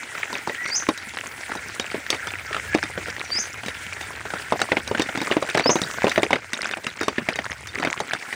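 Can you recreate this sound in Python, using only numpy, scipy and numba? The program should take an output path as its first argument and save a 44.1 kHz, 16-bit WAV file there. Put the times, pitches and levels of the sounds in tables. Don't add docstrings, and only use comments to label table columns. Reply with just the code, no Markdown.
import sys
import numpy as np
from scipy import signal
from scipy.fft import rfft, irfft
from scipy.io import wavfile
from scipy.ndimage import uniform_filter1d
from numba import njit

SR = 44100
rng = np.random.default_rng(int(sys.argv[2]) if len(sys.argv) > 2 else 0)


def put_to_file(sound):
    columns = np.atleast_2d(sound).T
    safe = np.clip(columns, -1, 1)
    whole_steps = np.round(safe * 32767)
    wavfile.write(sys.argv[1], SR, whole_steps.astype(np.int16))


N = 368214
ATTACK_S = 0.008
SILENT_DB = -14.5


def undb(db):
    return 10 ** (np.asarray(db) / 20)


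def unit(x):
    return x / np.sqrt(np.mean(x ** 2))


def tone_of(points, hz):
    table_hz, table_db = np.array(points).T
    return np.interp(np.log(hz), np.log(table_hz), table_db)


def level_at(t, points):
    s, *columns = np.transpose(points)
    return [np.interp(t, s, column) for column in columns]


def band(x, lo_hz, hi_hz):
    edges = [lo_hz, min(hi_hz, 0.45 * SR)]
    return signal.sosfilt(signal.butter(2, edges, "band", fs=SR, output="sos"), x)


def walk(rate):
    hold = int(SR / rate)
    steps = np.repeat(rng.standard_normal(N // hold + 1), hold)
    return 2.42 * uniform_filter1d(uniform_filter1d(steps, hold), hold)[:N]


@njit
def grains(start, hz, cycles, size, n, rise):
    out = np.zeros(n)
    for k in range(len(start)):
        turn = 2j * np.pi * hz[k] / SR
        fade = np.log(1000.) / cycles[k] * hz[k] / SR
        slow_step = np.exp(turn - fade)
        fast_step = np.exp(turn - rise * fade)
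        slow = fast = size[k] + 0j
        for i in range(start[k], min(n, start[k] + int(cycles[k] * SR / hz[k]))):
            slow, fast = slow * slow_step, fast * fast_step
            out[i] += slow.imag - fast.imag
    return out


@njit
def follow(x, attack, release):
    out, level = np.empty(len(x)), 0.
    for i in range(len(x)):
        level += (x[i] - level) * (attack if x[i] > level else release)
        out[i] = level
    return out


def ring(s, hz, cycles, db):
    hz = np.clip(hz, 60, 0.45 * SR)
    start = np.clip(s * SR, 0, N - 1).astype(np.int64)
    return grains(start, hz, cycles + 0 * hz, undb(db) + 0 * hz, N, 2.74)


def burst(s, db, t60_s, lo_hz, hi_hz):
    spread_s = 0.00031
    kick = np.zeros(N)
    np.add.at(kick, np.clip(s * SR, 0, N - 1).astype(int), undb(db))
    shape = signal.lfilter([1], [1, -np.exp(-np.log(1000) / (t60_s * SR))], kick)
    soft = np.exp(-1 / (spread_s * SR))
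    shape = signal.lfilter([(1 - soft) ** 2], [1, -2 * soft, soft ** 2], shape)
    return shape * unit(band(rng.standard_normal(N), lo_hz, hi_hz))


def hiss():
    # (f/Hz, level/dB)
    hiss_tone = [(65, -40), (110, -13), (174, -10), (953, -7), (1180, -17.5), (1360, 3.5), (2160, 3.5),
                 (2720, -6.5), (4140, -13), (8800, -12.5), (13400, -33), (15200, -16), (16500, -45)]
    white = rfft(rng.standard_normal(N))
    hz = np.maximum(np.fft.rfftfreq(N, 1 / SR), 1)
    coloured = white * undb(tone_of(hiss_tone, hz))
    out, swell = 0, walk(9)
    for centre in 100 * 2 ** np.arange(0, 8, 0.5):
        share = np.cos(np.pi / 2 * np.clip(2 * np.log2(hz / centre), -1, 1)) ** 2
        flicker_db = 0.8 * swell + 1.8 * walk(45)
        out = out + undb(flicker_db) * irfft(coloured * share, N)
    return out / np.std(band(out, 1200, 2800))


def far_rain_and_wind():
    # (t/s, hiss level/dB, wind level/dB)
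    weather = [(0.0, -37, -56.5), (2.49, -38.5, -46.5), (2.67, -38, -38.5), (3.35, -39, -47),
               (4.93, -37.5, -40), (5.35, -35, -56), (6.28, -38, -40), (6.6, -42, -53), (7.65, -43, -42.5),
               (8.35, -38, -65)]
    hiss_db, wind_db = level_at(np.arange(N) / SR, weather)
    rumble = unit(band(rng.standard_normal(N), 61, 110))
    wind = undb(wind_db + 0.93 * walk(5.5)) * rumble
    return undb(hiss_db) * hiss() + wind


def patter():
    # (f/Hz, level/dB)
    tick_tone = [(200, -6.5), (450, -2), (1000, -0.5), (2000, 11.5), (3500, -5.5), (6000, -6), (9000, -11),
                 (13000, -51), (15300, -22)]
    # (t/s, level/dB)
    busy = [(0.0, -37.5), (0.58, -35.5), (1.09, -36), (2.07, -36.5), (2.86, -32), (3.23, -36.5),
            (4.67, -36.5), (5.6, -26.5), (5.95, -32.5), (6.21, -33.5), (6.33, -36), (6.49, -36.5),
            (6.91, -36), (7.11, -40), (7.74, -37.5), (7.91, -30.5), (8.35, -41)]
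    count = 2200
    when, size, place = rng.random((count, 3)).T
    drop_db = np.minimum(-4.2 * np.log(1 - size), 19)
    out = 0
    for delay, lean, long in rng.random((count, 5, 3)).transpose(1, 2, 0):
        hz = 200 * (15800 / 200) ** ((place + 0.55 * lean) % 1)
        cycles = (5.3 + hz / 500) * (0.32 + 1.53 * long ** 2)
        tick_db = drop_db + tone_of(tick_tone, hz) + 10 * np.log10(hz)
        out = out + ring(when * N / SR + 0.008 * delay ** 3, hz, cycles, tick_db)
    busy_db, = level_at(np.arange(N) / SR, busy)
    return undb(busy_db + 1.32 * walk(22)) * unit(out)


def drips():
    # (t/s, tap level/dB, tap f/Hz, thud level/dB, thud f/Hz, splash level/dB)
    fat_drips = [(0.1514, -19.5, 1350, -42, 594, -52), (0.3283, -19.5, 976, -33.5, 412, -24.5),
                 (0.3533, -14, 2400, -39, 430, -45), (0.4741, -30, 960, -24.5, 910, -26.5),
                 (0.496, -16, 1960, -30.5, 450, -44), (0.8883, -5.5, 1066, -16.5, 315, -19.5),
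                 (0.9757, -25, 2000, -46, 594, -25.5), (1.5526, -31, 890, -29.5, 890, -27),
                 (1.7973, -12, 3020, -28.5, 420, -18.5), (1.9444, -20, 2240, -24.5, 410, -40),
                 (2.1029, -9, 3350, -29, 536, -10), (2.1279, -11, 2180, -26.5, 790, -42),
                 (2.1457, -16.5, 2280, -33, 433, -28), (2.2707, -19, 1360, -40, 460, -24),
                 (2.5286, -13.5, 1850, -47, 711, -37), (2.5454, -11.5, 1330, -33, 750, -38),
                 (2.5653, -13, 1300, -33.5, 694, -34), (2.7485, -9.5, 2430, -14.5, 314, -21),
                 (2.837, -13.5, 2420, -32.5, 315, -25), (2.9766, -15, 1560, -26.5, 510, -50),
                 (3.0834, -21, 1440, -31.5, 480, -40), (3.6611, -21, 2260, -35.5, 216, -25),
                 (3.683, -15.5, 1790, -36, 510, -25), (4.011, -22, 1980, -36, 859, -27),
                 (4.2538, -22, 1480, -30.5, 842, -38), (4.3035, -18, 1560, -37, 810, -37),
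                 (4.337, -17, 1290, -27.5, 695, -33), (4.523, -13, 885, -12.5, 680, -24),
                 (4.6012, -19, 1820, -28, 804, -26), (4.6164, -6.5, 1380, -21, 750, -14),
                 (4.7186, -2.5, 2030, -14.5, 526, -45.5), (4.7688, -4.5, 2200, -20.5, 770, -38),
                 (4.8758, -24, 1860, -34, 517, -23.5), (4.913, -16, 900, -21, 426, -43),
                 (4.9488, -11.5, 1530, -31, 237, -43), (4.9806, -14.5, 1680, -32, 540, -31),
                 (4.996, -12.5, 2910, -18.5, 316, -17.5), (5.0193, -15, 1770, -28.5, 369, -15.5),
                 (5.0903, -16.5, 1400, -29.5, 726, -38), (5.1506, -19, 2080, -33, 345, -37),
                 (5.1745, -18, 2110, -26, 271, -23.5), (5.215, -15, 870, -25, 325, -22),
                 (5.3133, -7.5, 2860, -20, 420, -35), (5.3211, -6, 1830, -32, 300, -31),
                 (5.3673, -9.5, 964, -16, 310, -33), (5.425, -13, 1130, -20, 557, -24),
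                 (5.4991, -17, 2050, -38, 412, -22.5), (5.5498, -8, 2000, -16, 626, -35),
                 (5.5735, -7.5, 1350, -20.5, 393, -17.5), (5.5957, -6, 2200, -21, 714, -23),
                 (5.659, -5, 890, -14, 523, -37), (5.6931, -6, 1000, -14.5, 446, -26),
                 (5.701, -7, 950, -16, 450, -31), (5.7559, -9, 920, -17.5, 340, -20),
                 (5.8165, -17, 1320, -23.5, 193, -13), (6.0433, -21, 1830, -10.5, 512, -23),
                 (6.0683, -7.5, 2640, -18, 433, -30), (6.0802, -11.5, 1000, -34, 818, -21),
                 (6.0944, -22, 1460, -47, 727, -17), (6.118, -10, 2240, -40, 851, -22),
                 (6.1591, -10, 2030, -35, 583, -25), (6.1778, -6.5, 1840, -11, 630, -23),
                 (6.2313, -3, 2100, -15.5, 395, -16.5), (6.3064, -10, 930, -19, 813, -24),
                 (6.3303, 0, 2100, -13, 800, -22), (6.357, -9, 2110, -34, 376, -33),
                 (6.5322, -11.5, 1970, -37.5, 242, -18.5), (6.7115, -16, 1780, -36, 425, -26),
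                 (6.7705, -21.5, 1780, -31.5, 630, -49), (6.8669, -11.5, 2730, -35.5, 238, -24.5),
                 (7.0115, -15.5, 1370, -26, 343, -22.5), (7.0314, -14.5, 1480, -33, 423, -22.5),
                 (7.0817, -6, 1110, -20, 430, -20), (7.1822, -10, 1760, -24, 237, -39),
                 (7.2875, -5.5, 2090, -23, 650, -24), (7.3573, -16, 2040, -33.5, 447, -23.5),
                 (7.389, -12, 1930, -27, 674, -34), (7.671, -26, 1710, -55, 762, -25.5),
                 (7.7986, -24, 1330, -30, 288, -30), (7.8295, -13.5, 1750, -23.5, 804, -41),
                 (7.8492, -9, 2140, -24, 604, -24), (7.8718, -10.5, 1520, -26.5, 280, -44),
                 (8.0021, -27, 850, -22, 840, -22.5), (8.134, -12, 1670, -27, 690, -20.5),
                 (8.327, -13, 1940, -34, 899, -33)]
    # (f/Hz, relative level/dB, shortest 60 dB fade/s)
    wet_cloth = [(3870, -2.5, 0.0098), (4880, -13.5, 0.016), (6100, -16, 0.013), (7970, -21, 0.01),
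                 (9130, -17.5, 0.011)]
    s, tap_db, tap_hz, thud_db, thud_hz, splash_db = np.transpose(fat_drips)
    out = ring(s, tap_hz, 18, tap_db + 7)
    out += ring(s, 1.153 * thud_hz, 3.73, thud_db + 19)
    out += ring(s, thud_hz, 14.8, thud_db + 10)
    out += burst(s, thud_db + 0.5, 0.095, 151, 770)
    out += burst(s, tap_db - 10, 0.047, 1120, 2920)
    out += burst(s, splash_db + 0.5, 0.013, 2800, 7100)
    out += burst(s, splash_db - 18, 0.12, 4360, 6350)
    out += burst(s, splash_db - 19, 0.012, 14700, 17500)
    for delay, lean, weak in rng.random((len(s), 4, 3)).transpose(1, 2, 0):
        landing = s - 0.004 + 0.045 * delay
        bend = 0.653 + 0.93 * lean
        out += ring(landing, tap_hz * bend, 13.5, tap_db - 5.5 - 11 * weak)
        out += ring(landing, thud_hz * bend, 8.8, thud_db + 5.5 - 11 * weak)
    chance = rng.random((len(s), len(wet_cloth), 3)).transpose(1, 2, 0)
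    for (hz, db, t60_s), (delay, lean, weak) in zip(wet_cloth, chance):
        spray_hz = hz * (0.911 + 0.111 * lean)
        cycles = t60_s * hz * (1 + 5.5 * weak ** 2)
        out += ring(s + 0.02 * delay ** 2, spray_hz, cycles, splash_db + db + 13.5 - 13 * weak)
    return out


def note(start, length, start_hz, end_hz, db, buzz=0):
    points = []
    for s, dip in [(0, SILENT_DB), (ATTACK_S, 0), (length - ATTACK_S, 0), (length, SILENT_DB)]:
        hz = start_hz + (end_hz - start_hz) * s / length
        points.append((start + s, hz, db + dip, buzz))
    return points


def bird(calls, echo_db):
    t, out = np.arange(N) / SR, np.zeros(N)
    shake_hz = 330 * (1 + 0.17 * walk(60))
    shake = np.sin(2 * np.pi * np.cumsum(shake_hz) / SR)
    flutter = np.clip(walk(170), -2.5, 1.5)
    for call in calls:
        on = (t > call[0][0]) & (t < call[-1][0])
        hz, db, buzz = level_at(t[on], call)
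        shaken_hz = hz + 640 * buzz * shake[on] + 30 * flutter[on]
        phase = 2 * np.pi * np.cumsum(shaken_hz) / SR
        gain = undb(db + (2 + 1.7 * buzz) * flutter[on])
        out[on] += np.sqrt(2) * gain * np.sin(phase)
    lag = t[:SR // 4]
    echo = rng.standard_normal(len(lag)) * np.exp(-np.log(1000) * lag / 0.22)
    echo /= np.sqrt(np.sum(echo ** 2))
    return out + undb(echo_db) * signal.fftconvolve(out, echo)[:N]


def far_birds():
    # (start t/s, length/s, start f/Hz, end f/Hz, level/dB)
    far_calls = [(0.494, .05, 1960, 1950, -36), (0.573, 0.079, 1916, 1915, -33),
                 (0.644, 0.066, 2090, 2090, -35.5), (2.475, 0.056, 1342, 1400, -38.5),
                 (2.678, 0.077, 1630, 1697, -34.5)]
    return bird([note(*row) for row in far_calls], echo_db=-5)


def chirp(start, whistle, whistle_db, break_hz, buzz, buzz_db):
    # (lead/s, length/s, start f/Hz, end f/Hz, level/dB, buzz 0-1)
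    lead_notes = [(.087, 0.086, 5750, 5700, -46, .3), (0.052, 0.036, 4250, 4800, -44, 0.4)]
    whistle_start_hz, buzz_start_hz, buzz_top_hz, buzz_end_hz = 4575, 5980, 6350, 6000
    break_s, buzz_rise_s = 0.006, 0.0208
    onset_db = -6.5
    buzz_at_break, buzz_full = 0.2, 0.58
    flip = start + whistle
    main = [(start - ATTACK_S, whistle_start_hz, whistle_db + SILENT_DB, 0),
            (start, whistle_start_hz, whistle_db + onset_db, 0),
            (flip, break_hz, whistle_db, buzz_at_break),
            (flip + break_s, buzz_start_hz, buzz_db, buzz_full),
            (flip + buzz_rise_s, buzz_top_hz, buzz_db, buzz_full),
            (flip + buzz, buzz_end_hz, buzz_db + SILENT_DB, buzz_full)]
    return [main] + [note(start - lead, *rest) for lead, *rest in lead_notes]


def near_bird():
    # (start t/s, whistle length/s, whistle level/dB, f at the break/Hz,
    # buzz length/s, buzz level/dB)
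    chirps = [(.716, .034, -20.5, 5120, 0.073, -22), (3.32, 0.059, -20.5, 5110, 0.064, -24),
              (5.642, .054, -19, 5370, 0.054, -20.5)]
    calls = []
    for row in chirps:
        calls += chirp(*row)
    return bird(calls, echo_db=-6)


def cricket():
    # (start t/s, end t/s, relative level/dB)
    trills = [(.83, 1.57, -55), (3.26, 3.82, -57)]
    wing_hz, strokes_per_s = 10180, 61
    out = 0
    for start, end, db in trills:
        s = np.arange(start, end, 1 / strokes_per_s)
        s = s + 0.003 * rng.standard_normal(len(s))
        hz = wing_hz + 40 * rng.standard_normal(len(s))
        stroke_db = db + 14 + 3 * rng.standard_normal(len(s))
        out = out + ring(s, hz, 300, stroke_db)
    return band(out, 9950, 10400)


def scene():
    mid = far_rain_and_wind() + patter() + drips()
    mid += far_birds() + near_bird() + cricket()
    mid = signal.sosfilt(signal.butter(2, 80, "high", fs=SR, output="sos"), mid)
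    scatter = rng.standard_normal(300) * np.exp(-np.arange(300) / 60)
    stray = np.convolve(mid, scatter / np.sqrt(np.sum(scatter ** 2)))[:N]
    side = undb(-31) * band(band(band(stray, 9400, 20000), 5000, 17000), 4400, 17000)
    return np.array([mid + side, mid - side])


def record(dry):
    attack_s, release_s, threshold_db = 0.0024, 0.12, -20.5
    top_hz = 17100
    loud = follow(np.abs(dry).max(axis=0), 1 / (attack_s * SR), 1 / (release_s * SR))
    gain = np.minimum(1, undb(threshold_db) / (loud + 1e-9)) ** 0.26
    wet = np.clip(dry * gain, -1, 1)
    shelf = signal.ellip(6, 0.3, 22, 15850, fs=SR, output="sos")
    cut = signal.ellip(8, 0.2, 70, top_hz, fs=SR, output="sos")
    return signal.sosfilt(np.vstack([shelf, cut]), wet)


dry = scene()
out = record(dry)
put_to_file(out)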